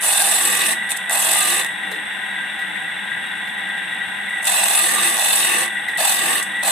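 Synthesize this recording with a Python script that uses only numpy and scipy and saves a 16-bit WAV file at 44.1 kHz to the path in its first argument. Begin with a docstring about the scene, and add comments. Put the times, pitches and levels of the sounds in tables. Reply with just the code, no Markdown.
"""A saw-chain sharpener's spinning wheel grinds the chain's cutters in several short cuts, in a small shed.
Grit makes the tooth hiss and the bar and vice ring, throbbing once a turn.
Between cuts the clamp is reset with a few knocks. Throughout, the motor hums and whines,
the wheel's air hisses, and play in the bearings rattles the housing and guard."""
import sys
import numpy as np
from scipy import signal
from scipy.fft import rfft, irfft, next_fast_len
from scipy.io import wavfile
from scipy.ndimage import uniform_filter1d, map_coordinates

SR = 44100
rng = np.random.default_rng(int(sys.argv[2]) if len(sys.argv) > 2 else 0)


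def transcribe(signal):
    """Save signal, clipped to [-1, 1], as a 16-bit WAV file at the path in sys.argv[1]."""
    frames = np.atleast_2d(signal).T
    limited = np.clip(frames, -1, 1)
    pcm = np.round(limited * 32767).astype(np.int16)
    wavfile.write(sys.argv[1], SR, pcm)


N = 295911
TIME_S = np.arange(N) / SR

# wheel on cutter: (start [s], length [s], hiss [dB], rasp [dB], drone [dB], seating [s], release t60 [s])
CUTS = [(0.0, 0.73, -16, -25.5, -27, 0.37, 0.052), (0.885, 0.024, -17, -26.5, -32, 0.3, 0.09),
        (0.953, 0.016, -23.5, -43, -38, 0.33, 0.052), (1.088, 0.52, -20, -27, -26.5, 0.34, 0.15),
        (4.41, 0.024, -28, -46, -37, 0.3, 0.079), (4.438, 0.72, -18, -28, -27.5, 0.39, 0.086),
        (5.15, 0.495, -18.5, -27, -26.5, 0.24, 0.1), (5.962, 0.41, -18.5, -26, -25.5, 0.16, 0.23),
        (6.616, 0.125, -23, -28, -26, 0.38, 0.17)]
# wheel catches or hand leans harder: (time [s], half length [s], hiss change [dB], rasp change [dB])
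SURGES = [(0.48, 0.05, 0.5, 1.5), (0.628, 0.047, -2.5, 4), (1.23, 0.021, 4, 0), (1.34, 0.077, 4, 1),
          (1.53, 0.13, 2, 3), (4.476, 0.009, 3.5, 6), (4.62, 0.07, -0.5, 2.5), (4.8, 0.11, 2, 2),
          (5.055, 0.057, 3, 7), (5.15, 0.022, -1.5, 2.5), (5.38, 0.044, 3.7, 1), (5.48, 0.095, 2, 1.5),
          (6.097, 0.044, 4, 1), (6.28, 0.043, 1.5, -2), (6.69, 0.032, 5, 2)]
# coarse grains catching the tooth: (time [s], level [dB])
SCRATCHES = [(0.273, -1), (0.364, -18), (0.505, -11), (0.895, -11), (0.922, -7), (0.973, -22), (1.101, -21),
             (1.127, -19), (1.597, -20), (4.431, -20), (4.452, -5), (4.636, 1), (4.947, 1), (5.243, 3),
             (5.26, -16), (5.283, -4), (5.356, -2), (5.999, -3), (6.145, 0), (6.426, -2), (6.676, -2)]
# resonances singing out: (time [s], half length [s], frequency [Hz], width [Hz], level [dB])
RINGS = [(0.27, 0.06, 773, 50, -35), (0.603, 0.069, 2670, 140, -36), (0.621, 0.06, 3750, 50, -33),
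         (1.244, 0.04, 3310, 50, -37), (1.27, 0.04, 2660, 60, -36), (1.33, 0.038, 3700, 50, -31),
         (1.42, 0.043, 1204, 30, -27.5), (1.51, 0.042, 2760, 90, -32), (1.551, 0.05, 3740, 50, -32),
         (4.53, 0.026, 3610, 50, -28), (4.775, 0.04, 2670, 140, -26), (4.79, 0.048, 1194, 29.7, -31),
         (4.9, 0.045, 1824, 40, -25), (4.97, 0.077, 1187, 30, -34), (5.001, 0.087, 3775, 50, -32),
         (5.051, 0.027, 2660, 170, -25.5), (5.267, 0.042, 2644, 70, -28), (5.07, 0.05, 8300, 90, -31),
         (5.42, 0.06, 3740, 100, -30), (5.46, 0.04, 2890, 45, -28), (5.502, 0.062, 2660, 70, -27.5),
         (5.56, 0.04, 1800, 40, -25.5), (6.01, 0.012, 710, 90, -25), (6.075, 0.025, 795, 50, -27),
         (6.231, 0.06, 2690, 140, -30), (6.3, 0.081, 8230, 70, -32)]
# passing changes of the whines: (time [s], half length [s], low whine [dB], high whine [dB])
WHINE_SWELLS = [(0.21, 0.056, 8.5, -16), (1.09, 0.026, 0, 5), (2.41, 0.075, 7, 3), (3.14, 0.075, 5, -0.5),
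                (3.74, 0.082, 7, 4), (6.56, 0.069, -2, 4)]
# hard clatters of the running head: (time [s], level [dB])
CLATTERS = [(0.73, -15), (0.8215, -16), (1.659, -13), (1.6904, -18), (1.935, -15.5), (1.9867, -22),
            (2.0785, -19), (2.707, -19), (2.8798, -17), (2.968, -18), (3.283, -22), (3.6339, -18),
            (3.697, -17), (4.2006, -15), (4.2835, -14), (4.3049, -17), (4.338, -20), (4.3738, -20),
            (4.938, -19), (5.539, -15), (5.768, -15), (5.78, -15), (5.8835, -11.5), (5.933, -11),
            (5.962, -13), (6.354, -16)]
# motor head swung down, close by: (start [s], end [s])
HEAD_DOWN = [(0, 1.72), (4.3, 7.3)]
# clamp and chain knocks: (time [s], click [dB], thud [dB])
KNOCKS = [(1.875, -50, -40), (1.913, -30, -34.5), (1.947, -42, -53), (2.59, -38, -51), (2.6144, -46, -56),
          (3.4725, -41, -57), (5.883, -33, -49)]

# broad spectra: (frequency [Hz], relative level [dB])
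HISS_EARLY = [(2500, -44), (4200, -11.5), (5300, -10.5), (6500, -8), (7500, -4), (7700, 1.5), (8800, 0.5),
              (10100, 0.5), (10700, -4), (12200, -5), (12800, -10), (13700, -15), (14500, -26)]  # narrow
HISS_LATE = [(2500, -51), (4200, -5), (5300, -7.5), (6500, -3), (7500, -6.5), (7700, 6), (8800, 2.5),
             (10100, 5.5), (10600, 1.5), (12200, -4), (12800, -9), (13700, -4), (14500, -34)]  # wider, differently coloured
RASP_SPECTRUM = [(300, -31), (1300, -17), (1550, -5.5), (2100, -5.5), (2200, -3), (2320, -23), (2440, -3.5),
                 (2600, -3), (2950, -4.5), (3060, -3), (3170, -24), (3290, -4.5), (3850, -3), (4200, -7.5),
                 (4450, -15.5), (5300, -16.5), (8000, -15)]  # mid-range grinding rasp, hollow near 2.3 and 3.2 kHz
VICE_BITE = [(30, -40), (150, -42), (420, -20), (600, -3.5), (800, 2.5), (1050, -1.5), (1320, -4),
             (1700, -0.5), (2500, -20)]
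VICE_DEEP = [(30, -59), (110, -25), (170, -11.5), (270, -14.5), (430, -9), (580, -11.5), (700, -6),
             (1020, -8), (1150, -3), (1350, -14), (1750, 3.5), (2100, -4), (2350, -7), (2700, -3),
             (3150, -6), (3800, -11), (4400, -20)]
HOUSING = [(25, -45), (60, -25), (86, -16.5), (120, -23.5), (420, -13), (570, -11.5), (700, -5.5),
           (1130, -8.5), (1350, -4), (1500, 2.5), (2100, 1), (2400, -4.5), (3850, -7.5), (4400, -31),
           (6000, -31.5)]
GUARD = [(900, -42), (1500, -6.5), (1930, 4.5), (2200, 0.5), (3000, -32.5)]
AIR = [(3000, -52), (5500, -14), (7400, -18), (7700, 2.5), (8150, 7.5), (8350, 15), (8700, 5),
       (10500, -4.5), (11400, -2.5), (12100, -8), (14500, -36)]
STEEL_CLICK = [(1500, -25), (3500, -7), (5400, -7), (7200, -4), (8300, 2), (10000, -2), (14000, -2)]
BENCH_THUD = [(60, -26), (250, -30), (420, 8), (560, -5), (800, -16), (1500, -23), (4000, -39)]

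# resonances on those spectra: (frequency [Hz], width [Hz], rise [dB])
TOOTH_MODES = [(7735, 70, 8), (7830, 70, 7), (7960, 50, 6), (8300, 70, 8), (8480, 60, 3), (9000, 70, 3),
               (9310, 60, 5), (9530, 60, 4), (9730, 50, 6), (9905, 50, 8), (10010, 70, 5), (12150, 150, 4),
               (14200, 170, 19)]
BAR_MODES = [(1977, 58, 5), (2560, 45, 6), (2650, 45, 6), (2760, 45, 6), (2890, 40, 5), (3330, 50, 4),
             (3570, 45, 9), (3690, 45, 6), (4090, 60, 4), (4630, 90, 6)]
VICE_BITE_MODES = [(325, 45, 12), (505, 45, 10), (630, 35, 8), (690, 30, 5), (750, 40, 8), (805, 55, 7),
                   (965, 70, 5), (1115, 40, 6), (1192, 35, 8), (1720, 60, 7)]
VICE_DEEP_MODES = [(222, 45, 11), (345, 45, 16), (507, 45, 10), (620, 40, 3), (790, 55, 10), (900, 60, 5),
                   (1117, 36, 14.5), (1195, 32, 17), (1805, 45, 11), (2780, 50, 6), (2890, 45, 7),
                   (3775, 70, 11)]
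HOUSING_MODES = [(192, 41, 19.4), (305, 26, 14), (510, 16, 6.4), (781, 34, 9.1), (858, 115, 6.8),
                 (1008, 38, 10.3), (1486, 37, 5.6), (1875, 178, 8.4), (2160, 48, 4.1), (2750, 156, 9.2),
                 (3484, 200, 13), (3785, 46, 13.1)]
GUARD_MODES = [(1928, 55, 15.7)]
STEEL_CLICK_MODES = [(4040, 200, 23), (4800, 80, 8), (5100, 60, 9), (8560, 90, 9), (9700, 90, 7)]

# left-right likeness: (frequency [Hz], correlation [-1..1])
HISS_CORR_EARLY = [(4000, 0.032), (5000, -0.41), (7400, 0.0094), (7900, -0.039), (8400, 1), (10200, 1),
                   (11500, 1), (12600, -0.11)]
HISS_CORR_LATE = [(4000, 0.33), (5000, -0.69), (7400, 0.38), (7800, -0.72), (8300, 1), (8800, -0.35),
                  (13000, 0.21), (14200, .3)]
CUT_CORR = [(60, 0.31), (110, 0.59), (200, 1), (380, 0.79), (690, 0.99), (1270, 0.26), (2350, 0.5),
            (4320, 0.42), (7970, 0.23), (14700, 0.3)]
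MOTOR_CORR = [(60, 0.74), (120, 0.75), (240, 0.74), (470, 0.61), (940, 0.62), (1870, 0.47), (3710, 0.63),
              (7380, 0.04), (14700, 0.07)]

# balance: (frequency [Hz], left minus right [dB])
HISS_PAN_EARLY = [(60, 1.5), (110, 0), (200, 4), (380, 2.5), (690, 0.0), (1270, -0.5), (2350, 12),
                  (4320, 2), (7970, -4.5), (14700, 7.5)]
HISS_PAN_LATE = [(60, 1.5), (110, 2.0), (200, 3.0), (380, 2.0), (690, -0.5), (1270, -1.0), (2350, 1.0),
                 (4320, 2.5), (7970, -4), (14700, 7.5)]
CUT_PAN = [(60, 7), (99, 1), (160, -7), (270, 7), (440, 0.5), (730, -0.5), (1210, -1), (1990, 1),
           (3280, 0.5), (5400, -2.5), (8900, 0), (14700, 2)]
MOTOR_PAN = [(60, 1), (99, -1), (160, 4), (270, 5.5), (440, 1), (730, -1.5), (1210, -1), (1990, 4),
             (3280, 2), (5400, 1), (8900, -7), (14700, 8.5)]


def grinding(turns, hiss, rasp, bite, deep):
    """Grit strikes the tooth, harder on the wheel's high side; bar and vice ring along."""
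    press = throb(turns, once_db=1.5, uneven_db=1.0, uneven_hz=80)
    judder = throb(turns, once_db=1.6, uneven_db=1.0, uneven_hz=119)
    tooth = tooth_hiss(hiss * press)
    rasping = body(grit(per_s=1500, spread_db=3.5, wash=1.0), RASP_SPECTRUM, BAR_MODES)
    rasping = amp(3.0) * rasp * judder * fluttering(rasping, drift=.002, creep_db=2.45, flutter_db=1.24)
    bite_grit = grit(per_s=2400, spread_db=3.5, wash=0.76) * bite * judder
    deep_grit = grit(per_s=2000, spread_db=0.5, wash=0.85) * deep * press
    vice = amp(0.5) * body(bite_grit, VICE_BITE, VICE_BITE_MODES)
    vice += amp(5.0) * body(deep_grit, VICE_DEEP, VICE_DEEP_MODES)
    return tooth + stereo(rasping + vice + amp(-0.5) * singing() * judder, CUT_CORR, CUT_PAN)


def tooth_hiss(gain, change_s=3):
    """Fine grit hisses, coarse grains scratch; narrow in the early cuts, wider in the later ones."""
    grains = grit(per_s=2200, spread_db=2.6, wash=1.1)
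    scratch = uniform_filter1d(blows(*np.transpose(SCRATCHES), t60_s=0.041), size=170)
    envelope = amp(-1.12) * np.hypot(gain, amp(-12.5) * scratch)
    early = (TIME_S < change_s, HISS_EARLY, HISS_CORR_EARLY, HISS_PAN_EARLY)
    late = (TIME_S >= change_s, HISS_LATE, HISS_CORR_LATE, HISS_PAN_LATE)
    out = np.zeros((2, N))
    for active, spectrum, corr, pan in (early, late):
        ring = fluttering(body(grains, spectrum, TOOTH_MODES), drift=.001, creep_db=2.2, flutter_db=1.9)
        out += active * envelope * stereo(ring, corr, pan)
    return out


def cut_envelopes(graze_s=0.025, seating_s=0.047, deep_lag_s=0.15, skip_db=7, spent_db_per_s=6):
    """The wheel skips until it sits firmly, seats in the gullet, then eases as less steel is left."""
    gains, skips = np.zeros((5, N)), wander(hz=151)
    for start_s, length_s, hiss_db, rasp_db, drone_db, seat_s, release_t60_s in CUTS:
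        first = round(start_s * SR)
        part = gains[:, first:first + SR]
        t = TIME_S[:part.shape[1]]
        attack_s = 0.015 * np.clip(length_s / graze_s, .2, 1)  # a graze starts more crisply
        touch = (1 - np.exp(-t / attack_s)) ** 2 * decay(np.maximum(t - length_s, 0), release_t60_s)
        bounce_db = skip_db * (1 - touch) * skips[first:first + len(t)]
        force = touch * amp(bounce_db - spent_db_per_s * np.maximum(t - seat_s, 0))
        seated = .5 + .5 * np.tanh((t - seat_s) / (2 * seating_s))
        deep_db = np.interp(t, [0, seat_s + deep_lag_s], [-22.5, -1.5])
        part += force * np.array([1 - 0.41 * seated,
                                  amp(hiss_db - 1.5 * seated),
                                  amp(rasp_db - 2.15 * seated),
                                  amp(drone_db - 9 * seated),
                                  amp(drone_db + deep_db)])
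    load, hiss, rasp, bite, deep = gains
    hiss_surge, rasp_surge = amp(swells(SURGES))
    return load, hiss * hiss_surge, rasp * rasp_surge, bite, deep


def singing(steadiness=0.43):
    """As the contact creeps, rubbing feeds one resonance of tooth, bar or vice after another."""
    out = np.zeros((2, N))
    for time_s, half_s, hz, width_hz, level_db in RINGS:
        first = max(round(time_s * SR) - SR // 3, 0)
        t = TIME_S[first:first + 2 * SR // 3]
        rub = rng.standard_normal((2, 2 * SR // 3))[:, :len(t)]
        pole = np.exp((2j * hz - 1.5 * width_hz) * np.pi / SR)
        ring = signal.lfilter([1], np.poly([pole, pole]), rub)
        ring = (ring / (abs(ring) + 1e-9) ** steadiness).real
        envelope = amp(level_db) * np.exp(-((t - time_s) / half_s) ** 2 / 2)
        out[:, first:first + len(t)] += envelope * unit_rms(ring)
    return out


def fluttering(x, drift, creep_db, flutter_db):
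    """Creeping contact slides the resonances and shifts their levels; grit clumps briefly favour some."""
    position = np.arange(N) + np.cumsum(drift * wander(hz=2.99))
    sliding = np.array([map_coordinates(side, [position], order=5, mode="mirror") for side in x])
    creeping = patchy(sliding, creep_db, size=2048, bins=5, frames=12)
    return patchy(creeping, flutter_db, size=256, bins=5, frames=7)


def motor(turns, load, near):
    """Bearing play rattles housing and guard; hum, whines and the wheel's air ride on top."""
    rattle = throb(turns, once_db=0.0, uneven_db=2.5, uneven_hz=88.5)
    shake = grit(per_s=1500, spread_db=2.5, wash=1.8)
    shake *= throb(turns, once_db=0.8, uneven_db=0.5, uneven_hz=60)
    housing = amp(-28.0) * body(shake, HOUSING, HOUSING_MODES)
    guard_hits = grit(per_s=880, spread_db=2.5, wash=0.62) * rattle ** 2
    guard = amp(-36.5) * body(guard_hits, GUARD, GUARD_MODES)
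    rush = rng.standard_normal((2, N)) * throb(turns, once_db=-0.1, uneven_db=1.24, uneven_hz=60)
    air = amp(-43.5 + 4 * near) * body(rush, AIR)
    play = amp(-3.5 * load)  # pressing on the tooth takes up the play
    noise = stereo((housing + guard) * play + air, MOTOR_CORR, MOTOR_PAN)
    return noise + whines(load, near) * rattle + hum(load) + clatter()


def whines(load, near):
    """Two motor whines, damped by a hard bite; the upper grows as the head comes down."""
    low_swell_db, high_swell_db = swells(WHINE_SWELLS)
    low_db = -37.5 - 1.5 * load + low_swell_db + wander(hz=5)
    high_db = -34 - 5 * load + 4.5 * near + high_swell_db + wander(hz=5)
    low = amp(low_db) * tone(hz=1605, drift_hz=5.87, blur_hz=23.3) * amp([[2], [-2.5]])
    high = amp(high_db) * tone(hz=1944, drift_hz=5.06, blur_hz=22.1) * amp([[-1.2], [1.1]])
    return low + high


def hum(load):
    """Unsteady motor hum, damped by a hard bite."""
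    level_db = -49 - 2 * load + wander(hz=5)
    return amp(level_db) * tone(hz=199.2, drift_hz=8.9, blur_hz=23.6) * amp([[2], [-2]])


def clatter(lag_s=0.00094):
    """Hard clatters ring the guard, which takes a moment to ring up."""
    time_s, level_db = np.transpose(CLATTERS)
    envelope = uniform_filter1d(blows(time_s + lag_s, level_db, t60_s=0.053), size=110)
    return amp(-4.5) * envelope * tone(hz=1950, drift_hz=16.82, blur_hz=56.1)


def head_nearness(swing_length_s=0.15):
    """How far the motor head is swung down, 0-1."""
    down = sum((TIME_S >= start_s) & (TIME_S < end_s) for start_s, end_s in HEAD_DOWN)
    return uniform_filter1d(down.astype(float), round(swing_length_s * SR))


def clamp_knocks():
    """Each knock is a short jingle of steel and a dull thud of the bench."""
    time_s, click_db, thud_db = np.transpose(KNOCKS)
    steel, bench = rng.standard_normal((2, 2, N))
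    click_envelope = uniform_filter1d(blows(time_s, click_db, t60_s=0.1), size=220)
    click = body(click_envelope * steel, STEEL_CLICK, STEEL_CLICK_MODES)
    thud = body(blows(time_s, thud_db, t60_s=0.19) * bench, BENCH_THUD)
    return stereo(click + thud, CUT_CORR, CUT_PAN)


def shed(x, t60_s=0.21, wet_db=-9, echoes_per_s=2000, gap_s=.002):
    """Close walls add a short tail of sparse reflections, different on each side."""
    t = TIME_S[:SR // 3]
    taps = rng.standard_normal((2, len(t))) * (rng.random((2, len(t))) < echoes_per_s / SR)
    taps *= (t > gap_s) * decay(t, t60_s)
    taps /= np.linalg.norm(taps, axis=1, keepdims=True)
    return x + amp(wet_db) * signal.oaconvolve(x, taps, axes=1)[:, :N]


def grit(per_s, spread_db, wash):
    """Sparse impacts of varying size over a wash of countless small ones."""
    hits = amp(spread_db * np.minimum(rng.exponential(1, N), 3)) * (rng.random(N) < per_s / SR)
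    impacts = unit_rms(hits * rng.choice([-1, 1], (2, N)))
    return unit_rms(impacts + wash * rng.standard_normal((2, N)))


def throb(turns, once_db, uneven_db, uneven_hz):
    """Gain with a once-a-turn swell and random unevenness."""
    return unit_rms(amp(once_db * np.cos(2 * np.pi * turns) + uneven_db * wander(uneven_hz)))


def tone(hz, drift_hz, blur_hz):
    """Tone with slow pitch drift, blurred by quick vibration."""
    pitch_hz = hz + drift_hz * wander(hz=6.04) + blur_hz * wander(hz=100.0)
    return np.sqrt(2) * np.cos(2 * np.pi * np.cumsum(pitch_hz) / SR)


def body(x, spectrum, modes=(), size=8192):
    """Rings x through a unit-energy, minimum-phase filter: broad spectrum plus resonances."""
    hz = np.fft.rfftfreq(size, 1 / SR)
    peaks_db = sum(rise_db / (1 + (2 * (hz - mode_hz) / width_hz) ** 2)
                   for mode_hz, width_hz, rise_db in modes)
    gain_db = curve(spectrum, hz) + peaks_db
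    log_gain = np.log(amp(np.r_[gain_db, gain_db[-2:0:-1]]))
    ring = np.fft.ifft(np.exp(np.conj(signal.hilbert(log_gain)))).real[:size // 2]
    return signal.oaconvolve(x, ring[None] / np.linalg.norm(ring), axes=1)[:, :x.shape[1]]


def stereo(pair, corr, pan):
    """Blends two unrelated signals into left and right, band by band."""
    size = next_fast_len(N)
    hz = np.fft.rfftfreq(size, 1 / SR)
    likeness = np.clip(curve(corr, hz), -.99, .99)
    lean = amp(curve(pan, hz) / 2)
    mid, side = rfft(pair, size) * np.sqrt([(1 + likeness) / 2, (1 - likeness) / 2])
    return irfft(np.array([(mid + side) * lean, (mid - side) / lean]), size)[:, :N]


def patchy(x, depth_db, size, bins, frames):
    """Random level patches over frequency and time."""
    framing = dict(nperseg=size, noverlap=3 * size // 4)
    spectra = signal.stft(x, **framing)[2]
    patches = rng.standard_normal(spectra.shape[1:])
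    for axis, width in [(0, bins), (0, bins - 1), (1, frames), (1, 2 * frames // 3)]:
        patches = uniform_filter1d(patches, width, axis)
    spectra *= amp(depth_db * unit_rms(patches))
    return unit_rms(signal.istft(spectra, **framing)[1][:, :N])


def blows(times_s, levels_db, t60_s):
    """Envelope of blows that start at once and die away."""
    gain = np.zeros(N)
    for time_s, level_db in zip(times_s, levels_db):
        tail = gain[round(time_s * SR):][:SR // 3]
        tail += amp(level_db) * decay(TIME_S[:len(tail)], t60_s)
    return gain


def swells(table):
    """Two curves of bell-shaped level changes [dB]."""
    return sum(np.outer(changes_db, np.exp(-((TIME_S - time_s) / half_s) ** 2))
               for time_s, half_s, *changes_db in table)


def wander(hz):
    """Random signal of rms 1, up to about hz."""
    bin_hz = np.fft.rfftfreq(N, 1 / SR)
    return unit_rms(irfft(rfft(rng.standard_normal(N)) / (1 + (bin_hz / hz) ** 4), N))


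def curve(points, hz):
    """Interpolates a table on a log frequency axis."""
    point_hz, values = np.transpose(points)
    return np.interp(np.log(hz + 1), np.log(point_hz + 1), values)


def decay(t, t60_s):
    """Gain falling 60 dB in t60_s."""
    return np.exp(-np.log(1000) * t / t60_s)


def amp(db):
    """Decibels to gain."""
    return 10 ** (np.asarray(db) / 20)


def unit_rms(x):
    """Scales to rms 1."""
    return x / np.sqrt(np.mean(x ** 2) + 1e-20)


def scene(wheel_hz=43.06, high_side_s=0.016):
    """One turning wheel drives both the cuts and the running noise."""
    turns = wheel_hz * (TIME_S - high_side_s)
    load, hiss, rasp, bite, deep = cut_envelopes()
    running = motor(turns, load, head_nearness())
    cuts = grinding(turns, hiss, rasp, bite, deep)
    return shed(cuts + clamp_knocks()) + running


def record(dry, ceiling=0.85, cutoff_hz=14450):
    """Soft peak limit, then low-pass."""
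    rounded = dry / (1 + (dry / ceiling) ** 6) ** (1 / 6)
    lowpass = signal.firwin(401, cutoff_hz, window=("kaiser", 9), fs=SR)
    return signal.oaconvolve(rounded, lowpass[None], "same")


dry = scene()
out = record(dry)
transcribe(out)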